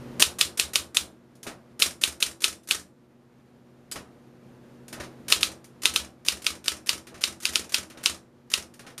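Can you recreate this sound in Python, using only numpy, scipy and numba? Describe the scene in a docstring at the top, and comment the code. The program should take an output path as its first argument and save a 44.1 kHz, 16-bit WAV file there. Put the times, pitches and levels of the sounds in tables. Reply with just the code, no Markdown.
"""An electric typewriter on a table, typed on in short runs, miked from close by in a small, dry room.
At each stroke a key trips, a cam catches the power roll, the type bar cracks on the platen, the
carriage steps and the bar drops back. Shift and space bar clack; the motor hums throughout.
Behind the one microphone, gain control ducks at the blows and creeps back in the pauses."""
import sys
import numpy as np
from scipy import signal
from scipy.fft import rfft, irfft
from scipy.io import wavfile
from numba import njit

SR = 44100
rng = np.random.default_rng(int(sys.argv[2]) if len(sys.argv) > 2 else 0)


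def wav_record(signal):
    """Record a signal, one row per channel, as 16-bit PCM in the file named by sys.argv[1]."""
    frames = np.transpose(np.atleast_2d(signal))
    bounded = np.clip(frames, -1, 1)
    # unit amplitude maps onto the largest positive 16-bit level
    quanta = np.round(bounded * 32767).astype(np.int16)
    wavfile.write(sys.argv[1], SR, quanta)


N = 396900

# Typed letters. Each row: time of the blow in seconds, its force in dB, the key's lead in seconds.
LETTERS = [(0.224, -1.5, 0.027), (0.4110, -2, 0.025), (0.597, -2, .024), (0.7566, -2, 0.023),
           (0.9694, -1, 0.024), (1.8217, 2, .028), (2.0373, 0, .025), (2.2257, 0, .024), (2.442, 2, .037),
           (2.7097, 1.5, .036), (5.3234, 0, 0.041), (5.4303, -3.5, 0.022), (5.8554, 0, 0.036),
           (5.9603, -1.5, .024), (6.2846, -1.5, 0.035), (6.4658, -3, 0.046), (6.6809, -2.5, 0.039),
           (6.8921, -1.5, 0.031), (7.2382, -3, 0.029), (7.4535, -3.5, 0.03), (7.5564, -1.5, 0.032),
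           (7.7434, -0.5, 0.05), (8.059, 0.5, 0.027), (8.5381, -1.5, 0.037)]
# The shift goes down, later up. Each row: key time in seconds, relative clack and thud levels in dB.
SHIFTS = [(1.430, -15, -43.5), (3.920, -17.5, -31)]
# The space bar. Each row: key time in seconds, relative clack and thud levels in dB.
SPACES = [(4.927, -22, -35), (7.069, -23.5, -33), (7.900, -23.5, -45), (8.793, -23.5, -54)]
CAM_LEAD_S, STEP_LAG_S, DROP_LAG_S = .0225, .036, .086  # before and after each blow
SHIFT_TRAVEL_S, SPACE_TRAVEL_S = .036, .072  # from the key to the linkage's stop


def undb(db):
    """Decibels to gain."""
    return 10 ** (np.asarray(db) / 20)


def seconds(length):
    """A time axis."""
    return np.arange(int(length * SR)) / SR


def fade(t, t60):
    """Exponential decay, 60 dB down after t60 seconds."""
    return np.exp(-np.log(1000) * t / t60)


def unit(x):
    """Scale to energy 1."""
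    return x / np.sqrt(np.sum(x ** 2))


def add(track, at, sound):
    """Mix a sound in at a time in seconds."""
    i = int(round(at * SR))
    track[i:i + len(sound)] += sound[:max(N - i, 0)]


def convolve(x, response):
    """Pass a sound through an impulse response."""
    return signal.fftconvolve(x, response)[:N]


def tint(x, points, size=4096):
    """Minimum-phase filter through (Hz, dB) points."""
    hz, db = np.transpose(points)
    bins = np.maximum(np.arange(size // 2 + 1) * SR / size, 1)
    gain = undb(np.interp(np.log(bins), np.log(hz), db))
    cepstrum = irfft(np.log(gain))
    cepstrum[1:size // 2] *= 2
    cepstrum[size // 2 + 1:] = 0
    return convolve(x, irfft(np.exp(rfft(cepstrum))))


def walk(rate_hz):
    """Random drift with a spread near 1."""
    knots = rng.standard_normal(2048)
    return np.interp(np.arange(N) / SR * rate_hz, np.arange(len(knots)), knots)


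def ring(modes, t, detune=0, scatter_db=0):
    """Damped (Hz, dB, t60) modes, with optional scatter in pitch and level."""
    hz, db, t60 = np.transpose(modes)[:, :, None]
    level_draw, pitch_draw = rng.standard_normal((2, len(modes), 1))
    envelopes = undb(db + scatter_db * level_draw) * fade(t, t60)
    return np.sum(envelopes * np.sin(2 * np.pi * hz * (1 + detune * pitch_draw) * t), axis=0)


def rattle(times, levels_db, t60, grain_db, rise_s):
    """Loose metal chatters: at each time a dying cluster of uneven clicks spreads to nearby parts."""
    track, t = np.zeros(N), seconds(.3)
    power = (fade(t, t60) * (1 - np.exp(-t / rise_s))) ** 2
    neighbours = undb(-2.5) * unit(fade(t, t60=.16))
    spread = np.abs(convolve(power, neighbours ** 2))[:len(t)]
    shape = np.sqrt(power + spread)
    for at, db in zip(times, levels_db):
        noise, grain = rng.standard_normal((2, len(t)))
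        clicks = unit(shape * noise * undb(grain_db * grain))
        add(track, at, undb(db) * np.linalg.norm(shape) * clicks)
    return track


def letters():
    """Each letter's time and force, with the bar ring, carriage step and bar drop of its run."""
    # Runs of typing, each with its own keys and stretch of rail. Each row: start in seconds,
    # type bar ring in dB, carriage step and bar drop in dB added to the blow's force.
    runs = [(0, 3, -15, -33), (1.7, -9, -8, -21.5), (5.2, 1.5, -13, -21), (6.2, 6, -8, -20.5)]
    at, db, _ = np.transpose(LETTERS)
    starts, bar_db, step_db, drop_db = np.transpose(runs)
    run = np.searchsorted(starts[1:], at)
    return at, db, bar_db[run], db + step_db[run], db + drop_db[run]


def knocks():
    """Shift and space bar reach their stops. Each row: time in seconds, clack and thud in dB."""
    return ([(at + SHIFT_TRAVEL_S, db, thud_db) for at, db, thud_db in SHIFTS]
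            + [(at + SPACE_TRAVEL_S, db, thud_db) for at, db, thud_db in SPACES])


def motor():
    """The bed under the typing: mains hum, wavering belt and roll tones, a faint whine, a whirr."""
    # Motor tones. Each row: pitch in Hz, level in dB, waver in Hz.
    hum_lines = [(57, -67, 1), (120, -55, .1), (131, -49, .25), (184, -58, 2), (223, -58, 1),
                 (240, -46.5, .1), (310, -59, 2), (360, -53.5, .2), (480, -60, .3), (497, -62, 1.5),
                 (543, -63, 1), (600, -64, .3), (11810, -79, 5)]
    # Running noise. Each row: frequency in Hz, relative level in dB.
    whirr_colour = [(25, -26), (55, -13), (95, -8.5), (170, -4.5), (330, -5), (500, -10.5), (800, -15.5),
                    (1500, -21), (3000, -29), (6000, -35), (12000, -40), (15000, -49.5)]
    tones = np.zeros(N)
    for hz, db, waver_hz in hum_lines:
        phase = 2 * np.pi * np.cumsum(hz + waver_hz * walk(9.9)) / SR
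        tones += np.sqrt(2) * undb(db) * np.sin(phase)
    whirr = tint(rng.standard_normal(N), whirr_colour) * undb(.8 * walk(25))
    return tones + undb(-44.5) * whirr / np.std(whirr)


def key_clicks():
    """Every letter, shift and space begins with its key's click; letters hit harder after a pause."""
    # Keys brushed or let go between letters. Each row: time in seconds, level in dB.
    touches = [(1.353, -41.5), (2.633, -37.5), (4.881, -31.5), (5.643, -31.5), (7.402, -24), (8.739, -30.5),
               (8.979, -17)]
    key_db, harder_db, pause_s = -22, 3.5, .7
    blow_at, _, lead_s = np.transpose(LETTERS)
    after_pause = np.diff(blow_at, prepend=-np.inf) > pause_s
    clicks = list(zip(blow_at - lead_s, key_db + harder_db * after_pause))
    clicks += [(at, db - 8) for at, db, _ in SHIFTS]
    clicks += [(at, db - 5.5) for at, db, _ in SPACES]
    clicks += [(3.914, -17)]  # the shift lock lets go
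    return rattle(*np.transpose(clicks + touches), t60=.069, grain_db=2, rise_s=.00015)


def levers():
    """Keys trip levers; the cam grabs the spinning roll and throws the bar, scraping into its guide."""
    # The levers' bright clatter. Each row: frequency in Hz, gain in dB.
    colour = [(60, -31), (300, 0.5), (900, -10), (1400, -1.5), (2500, -2.5), (4000, -1.5), (5600, 0),
              (7700, -0.5), (9500, 0.5), (11500, -2.5), (15000, -15)]
    at, blow_db, _ = np.transpose(LETTERS)
    keys = key_clicks()
    cams = rattle(at - CAM_LEAD_S, blow_db - 12, t60=.05, grain_db=3, rise_s=.0005)
    scrapes = rattle(at - .005, blow_db - 8, t60=.037, grain_db=1.5, rise_s=.001)
    return tint(keys + cams + scrapes, colour)


def type_bars():
    """The slug hits paper and platen: a short crack, thrown back at the mic by a nearby surface."""
    # Modes of the blow on the platen. Each row: pitch in Hz, relative level in dB, t60 in seconds.
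    platen_modes = [(2629, -0.5, 0.0095), (2860, -1, 0.0075), (3792, -0.5, 0.0091), (4165, -1, 0.0073),
                    (6863, 1.5, .002), (8730, -7, 0.006), (9546, -7, 0.006), (11700, -16.5, 0.0023)]
    # The type bar's own short ring, with the same columns.
    bar_modes = [(4807, -0.5, 0.0053), (6046, -4.5, 0.0042)]
    track, t = np.zeros(N), seconds(.02)
    contact = 1 - np.exp(-(t / .00045) ** 2)  # paper and ribbon cushion the first touch
    bass_cut = signal.butter(3, 2200, "highpass", fs=SR, output="sos")  # a small source has little bass
    for at, db, bar_db, _, _ in zip(*letters()):
        platen = ring(platen_modes, t, detune=.0054, scatter_db=1.25)
        bar = undb(bar_db) * ring(bar_modes, t, detune=.0033)
        crack = undb(db + 23.5) * unit(signal.sosfilt(bass_cut, contact * (platen + bar)))
        add(track, at, crack)
        add(track, at + .0041, undb(-10) * np.diff(crack))  # the thinner reflection
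    return track


def basket():
    """The blow shakes the neighbouring bars and the ribbon guide."""
    # The shaken metal. Each row: frequency in Hz, gain in dB.
    colour = [(60, -27.5), (200, -23), (380, -14.5), (800, -20.5), (1330, -8), (1650, -13), (2100, -10.5),
              (2500, -6), (3800, -2.5), (5500, -8), (7600, -8.5), (9300, -10), (12000, -16), (15000, -26.5)]
    at, db, _ = np.transpose(LETTERS)
    return tint(rattle(at, db + 13.5, t60=.027, grain_db=6, rise_s=.00067), colour)


def carriage():
    """The escapement lets the carriage jump one place; then the type bar drops onto its rest."""
    # Escapement and bar rest. Each row: frequency in Hz, gain in dB.
    colour = [(60, -21), (300, 5), (850, -6.5), (1300, 1), (2200, 1.5), (4000, -4.5), (5400, 3), (6900, 1),
              (7800, 1), (9400, 0.5), (11500, -6), (15000, -21)]
    at, _, _, step_db, drop_db = letters()
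    steps = rattle(at + STEP_LAG_S, step_db + 7, t60=.032, grain_db=3.5, rise_s=.004)
    drops = rattle(at + DROP_LAG_S, drop_db, t60=.041, grain_db=.5, rise_s=.00038)
    return tint(steps + drops, colour)


def shudder():
    """Set moving by a letter, the shift or the space bar, the carriage rumbles on for a moment."""
    # The carriage on its rail. Each row: frequency in Hz, gain in dB.
    colour = [(60, -4.5), (170, 5.5), (310, 9.5), (420, 8), (620, 8.5), (950, 2), (1400, 0.5),
              (2500, -13.5), (6000, -34), (15000, -49)]
    moves = [(at + STEP_LAG_S, -24) for at, _, _ in LETTERS]
    moves += [(at + SPACE_TRAVEL_S / 2, db - 2) for at, db, _ in SPACES]
    moves += [(at + SHIFT_TRAVEL_S / 2, db - 5) for at, db, _ in SHIFTS]
    return tint(rattle(*np.transpose(moves), t60=.41, grain_db=.5, rise_s=.019), colour)


def thuds():
    """Each stop of the heavy carriage rocks the case on the table, more so after a hard step."""
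    # Modes of the case on the table. Each row: pitch in Hz, relative level in dB, t60 in seconds.
    case_modes = [(70, 5, 0.15), (81, -1, 0.3), (192.5, -5, 0.41), (323.6, -7.5, 0.69), (500, -14.5, 0.22)]
    track, t = np.zeros(N), seconds(.4)
    swell = 1 - np.exp(-t / .028)
    stops = [(at + STEP_LAG_S, .14 * step_db - 24) for at, _, _, step_db, _ in zip(*letters())]
    stops += [(at, thud_db) for at, _, thud_db in knocks()]
    for at, db in stops:
        add(track, at, undb(db) * swell * ring(case_modes, t, detune=.045, scatter_db=1))
    return track


def linkage():
    """The long levers of shift and space bar clack at their stops, duller than the letter keys."""
    # The long levers' knock. Each row: frequency in Hz, gain in dB.
    colour = [(60, 0.5), (300, 7), (500, 2.5), (850, -2), (1400, 3), (2200, 1), (3500, -3.5), (5400, -4),
              (7800, -8.5), (9400, -7.5), (15000, -23.5)]
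    clacks = [(at, db + .5) for at, db, _ in knocks()]
    clacks += [(at, db - 1) for at, db, _ in SPACES]  # the space bar also clacks going down
    clacks += [(at + SPACE_TRAVEL_S + .035, db - 7) for at, db, _ in SPACES]  # and springing back
    return tint(rattle(*np.transpose(clacks), t60=.12, grain_db=2.5, rise_s=.0015), colour)


def shift_latch():
    """The shift latch springs free and pings once."""
    # Modes of the spring catch. Each row: pitch in Hz, relative level in dB, t60 in seconds.
    catch_modes = [(4690, -13, 0.058), (4840, -5, 0.051), (5380, -7, 0.045), (7045, -5.5, 0.046),
                   (7940, 0.5, 0.04)]
    track = np.zeros(N)
    add(track, 3.922, undb(-15.5) * ring(catch_modes, seconds(.2)))
    return track


def shade_treble(clatter):
    """The clatter is brighter in the early runs, duller in the later ones."""
    # The treble's course. Each row: time in seconds, gain in dB.
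    treble_curve = [(2.8, 2.5), (5.2, -0.5)]
    treble = signal.sosfiltfilt(signal.butter(2, 6500, "highpass", fs=SR, output="sos"), clatter)
    gain = undb(np.interp(np.arange(N) / SR, *np.transpose(treble_curve)))
    return clatter + (gain - 1) * treble


def frame_and_room(clatter):
    """The clatter rings the steel frame and dies away in the room; this close, direct sound leads."""
    # Modes of frame, bars and springs. Each row: pitch in Hz, relative level in dB.
    frame_modes = [(1310, 6), (2470, -12), (2842, 3.5), (3105, 5), (3570, 4), (3782, 0.5), (4058, 0.5),
                   (4178, 1.5), (4372, -21.5), (4738, 3), (5520, -5.5), (6200, 0), (6930, 0.5), (7112, 4.5),
                   (8392, 4.5), (9290, -5), (9620, 9.5)]
    frame_t60_s, room_t60_s = .11, .26
    t = seconds(.5)
    steel = unit(ring([(hz, db, frame_t60_s) for hz, db in frame_modes], t))
    decay = fade(t, room_t60_s) * (1 - np.exp(-t / .001))
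    echoes = rfft(rng.standard_normal(len(t)) * decay)
    walls = unit(irfft(echoes / np.abs(echoes)) * np.sqrt(decay))  # reflections that favour no pitch
    return clatter + convolve(clatter, undb(-19) * steel + undb(-9.5) * walls)


def scene():
    """The whole machine from beside the table, in mono."""
    clatter = shade_treble(basket() + levers() + shift_latch() + carriage() + linkage())
    return (type_bars() + frame_and_room(clatter) + shudder() + thuds() + motor())[None]


@njit
def follow(size, rest, attack, release):
    """Level detector: climbs quickly, sinks slowly, never below its resting value."""
    out, level = np.empty(len(size)), rest
    for i in range(len(size)):
        if size[i] > level:
            level += (size[i] - level) * attack
        else:
            level = max(level * release, rest)
        out[i] = level
    return out


def record(dry):
    """After the microphone, gain control ducks and recovers slowly; first peaks clip; the top is cut."""
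    threshold, attack_s, recovery_db_per_s, top_hz = undb(-13), .004, 4.5, 15200
    mic = signal.lfilter(*signal.iirnotch(7830, Q=39, fs=SR), dry)  # its one narrow dip in the treble
    release = float(undb(-recovery_db_per_s / SR))
    level = follow(np.abs(mic[0]), float(threshold), 1 / (attack_s * SR), release)
    clipped = np.clip(mic * threshold / level, -.93, .93)
    return signal.sosfilt(signal.ellip(10, .2, 90, top_hz, fs=SR, output="sos"), clipped)


dry = scene()
out = record(dry)
wav_record(out)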